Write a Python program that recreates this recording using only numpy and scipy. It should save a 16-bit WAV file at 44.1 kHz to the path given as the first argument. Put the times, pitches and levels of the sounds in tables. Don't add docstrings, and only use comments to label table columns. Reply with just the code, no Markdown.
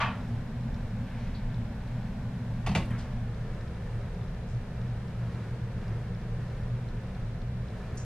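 import sys
import numpy as np
from scipy import signal
from scipy.fft import rfft, irfft, next_fast_len
from scipy.io import wavfile
from scipy.ndimage import uniform_filter1d, map_coordinates

SR = 44100
rng = np.random.default_rng(int(sys.argv[2]) if len(sys.argv) > 2 else 0)


def file_out(sig):
    cols = np.atleast_2d(sig).T
    lim = np.clip(cols, -1, 1)
    pcm = np.round(lim * 32767).astype(np.int16)
    wavfile.write(sys.argv[1], SR, pcm)


N = 354986


def amp(db):
    return 10 ** (np.asarray(db) / 20)


def unit(x):
    return x / np.sqrt(np.mean(x ** 2) + 1e-20)


def along(points, hz):
    f, v = np.transpose(points)
    return np.interp(np.log(hz + 1), np.log(f + 1), v)


def curve(rows):
    return np.interp(np.arange(N) / SR, *np.transpose(rows))


def wobble(rate_hz):
    knots = rng.standard_normal(int(N * rate_hz / SR) + 4)
    return map_coordinates(knots, [np.arange(N) * rate_hz / SR])


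def attack(t, rise_s):
    return 1 - np.exp(-t / rise_s)


def decay(t, t60_s):
    return np.exp(-np.log(1000) * t / t60_s)


def bell(hz, centre_hz, width_hz):
    return np.exp(-2 * ((hz - centre_hz) / width_hz) ** 2)


def octave_bell(hz, pitch_hz, octaves):
    return np.exp(-.5 * (np.log2((hz + 1) / pitch_hz) / octaves) ** 2)


def filtered(x, response):
    n = x.shape[-1]
    m = next_fast_len(n + SR // 2)
    return irfft(rfft(x, m) * response(np.fft.rfftfreq(m, 1 / SR)), m)[..., :n]


def noise(response):
    return filtered(rng.standard_normal(N) * np.sqrt(SR / 2), response)


def rush(spectrum):
    return noise(lambda hz: amp(along(spectrum, hz)))


def rippled(spectrum, ripple_db, spacing_hz):
    knots = rng.standard_normal(SR // 4)

    def response(hz):
        ripple = map_coordinates(knots, [hz / spacing_hz])
        return amp(along(spectrum, hz) + ripple_db * ripple)
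    return noise(response)


def ringing(modes, t, scatter_db):
    total = 0
    for hz, db, t60_s in modes:
        gain = amp(db + rng.normal(0, scatter_db))
        total = total + gain * decay(t, t60_s) * np.sin(2 * np.pi * hz * t)
    return total


def friction(pitch_hz, octaves, rise_s, t60_s, grain_db=3):
    t = np.arange(SR // 2) / SR
    unevenness = uniform_filter1d(rng.standard_normal(len(t)), size=160, mode="wrap")
    grip = amp(grain_db * unit(unevenness))
    rough = grip * rng.standard_normal(len(t))
    band = filtered(rough, lambda hz: octave_bell(hz, pitch_hz, octaves))
    return unit(band) * attack(t, rise_s) * decay(t, t60_s)


def stereo(mid, side):
    return np.array([mid + side, mid - side])


# frequency in Hz, gain of the side part in dB.
PAIR_WIDTH = [(300, -23), (1000, -20), (2000, -14), (4000, -7), (6500, 3), (9000, 6), (12000, 13)]


def widened(mid, across):
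    return stereo(mid, filtered(across, lambda hz: 1j * amp(along(PAIR_WIDTH, hz))))


# frequency in Hz, t60 in s.
ROOM_DECAY = [(200, 0.35), (1000, 0.25), (4000, 0.27), (12000, 0.3)]


def in_room(sound, wet_db):
    hz, t, z = signal.stft(rng.standard_normal((2, SR // 2)), SR, nperseg=256)
    fall = amp(-60 * t / along(ROOM_DECAY, hz)[:, None])
    tails = signal.istft(z * fall, SR, nperseg=256)[1]
    answer = amp(wet_db) * tails / np.linalg.norm(tails[0])
    answer[:, 0] += 1
    return widened(*signal.fftconvolve(sound[None], answer, axes=1))


def add(track, s, sound):
    part = track[..., max(round(s * SR), 0):][..., :sound.shape[-1]]
    part += sound[..., :part.shape[-1]]


# time in s, level in dB before trim and flutter.
DRONE_CURVE = [(0.0, -37), (0.06, -29.5), (0.18, -43.0), (0.24, -33.0), (0.35, -28.5), (0.48, -45),
               (0.65, -29.5), (0.78, -37), (1.03, -28.5), (1.16, -41), (1.23, -29.5), (1.44, -56),
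               (1.49, -32.5), (1.59, -28.5), (1.7, -35.5), (1.77, -55), (1.85, -41), (1.96, -29.5),
               (2.13, -40), (2.21, -28.5), (2.36, -38), (2.41, -29), (2.49, -33), (2.58, -38), (2.67, -26),
               (2.75, -25), (2.84, -39), (2.92, -25.5), (3.08, -45), (3.15, -28), (3.24, -36), (3.3, -29.5),
               (3.62, -39.5), (3.86, -36), (3.93, -30), (4.1, -36), (4.16, -50), (4.22, -35), (4.3, -58),
               (4.42, -35.5), (4.47, -47), (4.56, -22.5), (4.64, -51), (4.68, -40), (4.86, -29.5),
               (4.96, -39), (5.02, -29.5), (5.13, -37.5), (5.23, -29), (5.47, -42), (5.54, -29),
               (5.6, -45.5), (5.64, -29.5), (5.7, -48), (5.77, -31), (5.83, -51), (5.89, -31.5),
               (5.99, -29), (6.09, -44), (6.16, -34.5), (6.22, -35.5), (6.29, -31), (6.48, -32),
               (6.54, -36), (6.75, -30), (6.97, -43), (7.22, -35), (7.5, -35), (7.61, -27), (7.78, -52),
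               (7.93, -40), (8.04, -31)]


def fan(pitch_hz=117.2, wander_hz=3.6, trim_db=-4.2, flutter_db=1.5):
    phase = 2 * np.pi * np.cumsum(pitch_hz + wander_hz * wobble(14)) / SR
    level_db = curve(DRONE_CURVE) + trim_db + flutter_db * wobble(15)
    return amp(level_db) * np.sqrt(2) * np.sin(phase)


# frequency in Hz, density in dB per Hz.
RUMBLE_SPECTRUM = [(6, -88), (18, -57.5), (45, -61), (100, -60.5), (150, -60.5), (195, -64.5), (225, -70),
                   (262, -83.5), (340, -100), (600, -125)]
# centre in Hz, width in Hz, peak density in dB per Hz.
DRONE_BANDS = [(25.4, 3.3, -53.5), (32.7, 5.2, -50.5), (64, 16, -59.5), (111.3, 8.5, -58),
               (171.8, 2.5, -55.5), (188.5, 10, -59.5), (230.3, 5.6, -67), (330.7, 3.8, -72)]
# frequency in Hz, rms level in dB about which it wavers.
MAINS_HUM = [(120, -48.5), (240, -58.5)]


def air_conditioner(waver_db=0.5, drift_rad=0.27):
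    t = np.arange(N) / SR
    drones = noise(lambda hz: sum(amp(db) * bell(hz, centre, width) for centre, width, db in DRONE_BANDS))
    hum = 0
    for hz, db in MAINS_HUM:
        level = amp(db + waver_db * wobble(2.6))
        hum = hum + level * np.sqrt(2) * np.sin(2 * np.pi * hz * t + drift_rad * wobble(2.196))
    return rush(RUMBLE_SPECTRUM) + drones + fan() + hum


# time in s, position from first (0) to second (1).
TONE_TURN = [(3.22, 0.08), (3.32, 1)]
# frequency in Hz, density in dB per Hz before ripple and flutter.
FIRST_TONE = [(120, -70.5), (200, -65), (238, -62), (270, -72.5), (315, -84), (420, -79), (580, -77),
              (1050, -84), (1270, -89.5), (1550, -84.5), (2500, -93.5), (5000, -104), (11500, -116),
              (14700, -123)]
# frequency in Hz, density in dB per Hz before ripple and flutter.
SECOND_TONE = [(170, -100), (225, -73), (265, -82), (450, -75), (540, -77), (580, -80), (660, -79.5),
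               (900, -84.5), (1200, -86.5), (1650, -85.5), (2200, -91), (3000, -97.5), (5000, -104),
               (12000, -117), (13800, -138)]
# frequency in Hz, density in dB per Hz.
SIDE_AIR = [(60, -125), (130, -106), (200, -92.5), (280, -86), (450, -86.5), (520, -91.5), (1000, -93.5),
            (3500, -101), (4000, -98), (4500, -103), (7000, -109), (11000, -115), (12500, -112),
            (15000, -126)]


def air(flutter_db=0.63, ripple_db=1.37, spacing_hz=22):
    turn = np.clip(curve(TONE_TURN), 0, 1) * np.pi / 2
    first = np.cos(turn) * rippled(FIRST_TONE, ripple_db, spacing_hz)
    second = np.sin(turn) * rippled(SECOND_TONE, ripple_db, spacing_hz)
    return stereo((first + second) * amp(flutter_db * wobble(5.1)), rush(SIDE_AIR))


# frequency in Hz, rms level in dB.
WHINE_TONES = [(5520, -81), (13006, -82.5)]


def whine():
    t = np.arange(N) / SR
    tones = sum(amp(db) * np.sqrt(2) * np.sin(2 * np.pi * hz * t) for hz, db in WHINE_TONES)
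    return stereo(0, tones)


# start in s, level in dB.
FIRM_STEPS = [(0.7427, -52.5), (1.543, -51), (3.5465, -56), (3.61, -57), (3.6775, -57), (4.146, -59),
              (4.28, -57), (4.5465, -57), (4.8135, -56), (5.0805, -56), (5.347, -57), (5.6144, -56),
              (5.8805, -56), (6.1475, -56), (6.8865, -55), (7.148, -58), (7.4165, -55), (7.6825, -54)]
# delay in s, mean level in dB.
LIGHT_CONTACTS = [(0, -65.5), (.019, -67), (.026, -69.5)]
# frequency in Hz, mean level in dB, t60 in s.
MOTOR_MODES = [(3560, 1.5, .018), (3980, 0, 0.022), (5260, -3.5, 0.022)]


def ticks(first_s=.0075, rate_hz=14.984, rise_s=0.00093, snap_db=0, scatter_db=3.0, uneven_db=4.0):
    track, t = np.zeros(N), np.arange(SR // 25) / SR
    snaps = [friction(4300, octaves=0.32, rise_s=rise_s, t60_s=0.017)[:len(t)] for _ in range(20)]
    contacts = list(FIRM_STEPS)
    for step_s in np.arange(first_s, N / SR, 1 / rate_hz):
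        for delay_s, db in LIGHT_CONTACTS:
            contacts.append((step_s + delay_s, db + rng.normal(0, uneven_db)))
    for s, db in contacts:
        ring = attack(t, rise_s) * ringing(MOTOR_MODES, t, scatter_db)
        snap = amp(snap_db) * snaps[rng.integers(len(snaps))]
        add(track, s, amp(db) * (snap + ring))
    return stereo(track, 0)


# start in s, level in dB.
CLINK_TIMES = [(2.8365, -63), (2.8545, -63), (2.9055, -58), (2.986, -71), (7.952, -63)]


def clinks():
    track = np.zeros((2, N))
    for s, db in CLINK_TIMES:
        tap = friction(8750, octaves=0.35, rise_s=0.0011, t60_s=0.025)
        add(track, s, amp(db) * in_room(tap, wet_db=0.0))
    return track


# start in s, level in dB, pitch in Hz, width in octaves, rise in s, t60 in s.
RUB_STROKES = [(1.031, -54, 2030, 0.51, 0.097, 2), (1.17, -56.5, 3400, 0.57, 0.045, 0.5),
               (1.34, -43.5, 3930, 0.25, 0.02, 0.11), (2.903, -36, 1350, 0.62, 0.014, 0.15),
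               (2.944, -46.5, 1700, .5, .004, .1), (7.972, -52.5, 6100, 0.3, 0.002, 0.22),
               (2.978, -50.5, 3820, 0.62, 0.007, 0.17), (2.985, -48.5, 800, 1.17, .03, 0.79),
               (3.079, -46, 650, .5, .003, .08), (4.47, -63, 5460, 0.46, .02, 0.33)]


def rubs():
    track = np.zeros((2, N))
    for s, db, *stroke in RUB_STROKES:
        add(track, s, amp(db) * in_room(friction(*stroke), wet_db=-2.5))
    return track


# frequency in Hz, relative level in dB.
SLIDE_COLOUR = [(250, -33), (420, -14), (600, -6), (780, -0.5), (1130, -0.5), (1400, -3.5), (1580, -4.5),
                (1780, -4), (2200, -7.5), (2570, -5), (3000, -12), (3450, -15), (4000, -20.5), (6000, -32),
                (9000, -48), (14000, -79)]
# centre in Hz, width in Hz, lift in dB.
ROOM_RESONANCES = [(1147, 60, 6), (1375, 40, 5.5), (1730, 60, 3), (2400, 50, 3), (2560, 60, 4),
                   (2980, 50, 7), (3200, 35, 9.5), (4730, 36, 10)]


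def scuff(level_db=-26, rise_s=.0045, hold_s=0.016, grain_db=0.5):
    t = np.arange(N) / SR
    fall_db_per_s, treble_fall_db_per_s, dull_hz = 143, 194, 3400

    def lift(hz):
        return amp(sum(db * bell(hz, centre, width) for centre, width, db in ROOM_RESONANCES))

    def rub():
        return unit(filtered(rippled(SLIDE_COLOUR, ripple_db=1.5, spacing_hz=13), lift))
    slide = widened(rub(), rub())
    body = filtered(slide, lambda hz: 1 / (1 + (hz / dull_hz) ** 4))
    treble = slide - body
    since_s = np.maximum(t - hold_s, 0)
    fading = body * amp(-fall_db_per_s * since_s) + treble * amp(-treble_fall_db_per_s * since_s)
    return fading * attack(t, rise_s) * amp(level_db + grain_db * wobble(250))


# start in s, level in dB.
THUMP_TIMES = [(2.6854, -22), (2.713, -26), (2.735, -27.5), (2.76, -21), (2.773, -24), (2.804, -27),
               (2.899, -30)]
# frequency in Hz, relative level in dB, t60 in s.
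FURNITURE_MODES = [(73, -5, 0.15), (94, -8, 0.16), (114.5, -8, 0.35), (156.5, -3, 0.31),
                   (190.6, -3.5, 0.29), (243, -12, 0.14)]


def thumps(rise_s=0.003):
    track, t = np.zeros(N), np.arange(SR // 2) / SR
    for s, db in THUMP_TIMES:
        boom = 0
        for hz, level_db, t60_s in FURNITURE_MODES:
            tone = np.sin(2 * np.pi * (hz * t + rng.random()))
            boom = boom + amp(level_db) * decay(t, t60_s) * tone
        add(track, s, amp(db) * attack(t, rise_s) * boom)
    return track


# start in s, level in dB, contact t60 in s, favoured pitch in Hz, emphasis there in dB.
KNOCK_CONTACTS = [(2.6605, -39, 0.034, 1800, 4), (2.6633, -30, 0.067, 2700, 3),
                  (2.671, -26.5, 0.045, 850, 9), (2.682, -40, .04, 2000, 7), (2.69, -37.5, 0.027, 4850, 19),
                  (2.693, -35, .05, 900, 3), (2.714, -38, 0.077, 1500, 2), (2.748, -35, .02, 2200, 12),
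                  (2.7497, -15.5, 0.023, 2430, 11), (2.753, -30, 0.039, 6000, 7),
                  (2.7575, -21, 0.039, 760, 6.5), (2.773, -27.5, 0.026, 3100, 4),
                  (2.797, -38.5, 0.056, 380, 10), (2.82, -45, .025, 3700, 11)]
# frequency in Hz, relative level in dB.
CRACK_COLOUR = [(150, -6), (330, -1), (440, 2), (540, -2), (660, 5), (780, 3), (960, -0.5), (1150, 4),
                (1310, -4), (1550, -4.5), (1850, -4), (2200, -6.5), (2600, -2.5), (3100, -8), (4000, -10.5),
                (6000, -21), (9000, -26), (14000, -45)]
# frequency in Hz, mean relative level in dB, t60 in s.
RING_MODES = [(325, -7, 0.3), (422, 0, 0.075), (657, -13, .14), (790, -10, 0.12), (902, -4.5, 0.17),
              (1063, -10, 0.16), (1120, 3, 0.065), (1443, -17, 0.13), (1880, -12, 0.08), (1960, -13, .11),
              (2300, -15, 0.1), (2500, -12, 0.08), (2980, -21, .12), (3540, -11, 0.13), (3860, -15, .12),
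              (4720, -16, 0.12), (6700, -25, 0.17)]


def knocks(ring_db=-15.5, scatter_db=1, octaves=0.44, rise_s=0.0019):
    track, t = np.zeros((2, N)), np.arange(SR // 2) / SR
    onset = attack(t, rise_s)
    for s, db, contact_t60_s, pitch_hz, focus_db in KNOCK_CONTACTS:
        def colour(hz):
            return amp(along(CRACK_COLOUR, hz) + focus_db * octave_bell(hz, pitch_hz, octaves))
        force = onset * decay(t, contact_t60_s)
        grit = force * filtered(rng.standard_normal(len(t)), colour)
        crack = grit * np.linalg.norm(force) / np.linalg.norm(grit)
        ring = amp(ring_db) * onset * ringing(RING_MODES, t, scatter_db)
        add(track, s, amp(db) * (in_room(crack, wet_db=-2.5) + in_room(ring, wet_db=-5)))
    return track


def scene():
    background = air_conditioner() + air() + whine()
    handling = ticks() + clinks() + rubs()
    return background + handling + scuff() + thumps() + knocks()


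def record(dry, top_hz=14700):
    return filtered(dry, lambda hz: hz < top_hz)


dry = scene()
out = record(dry)
file_out(out)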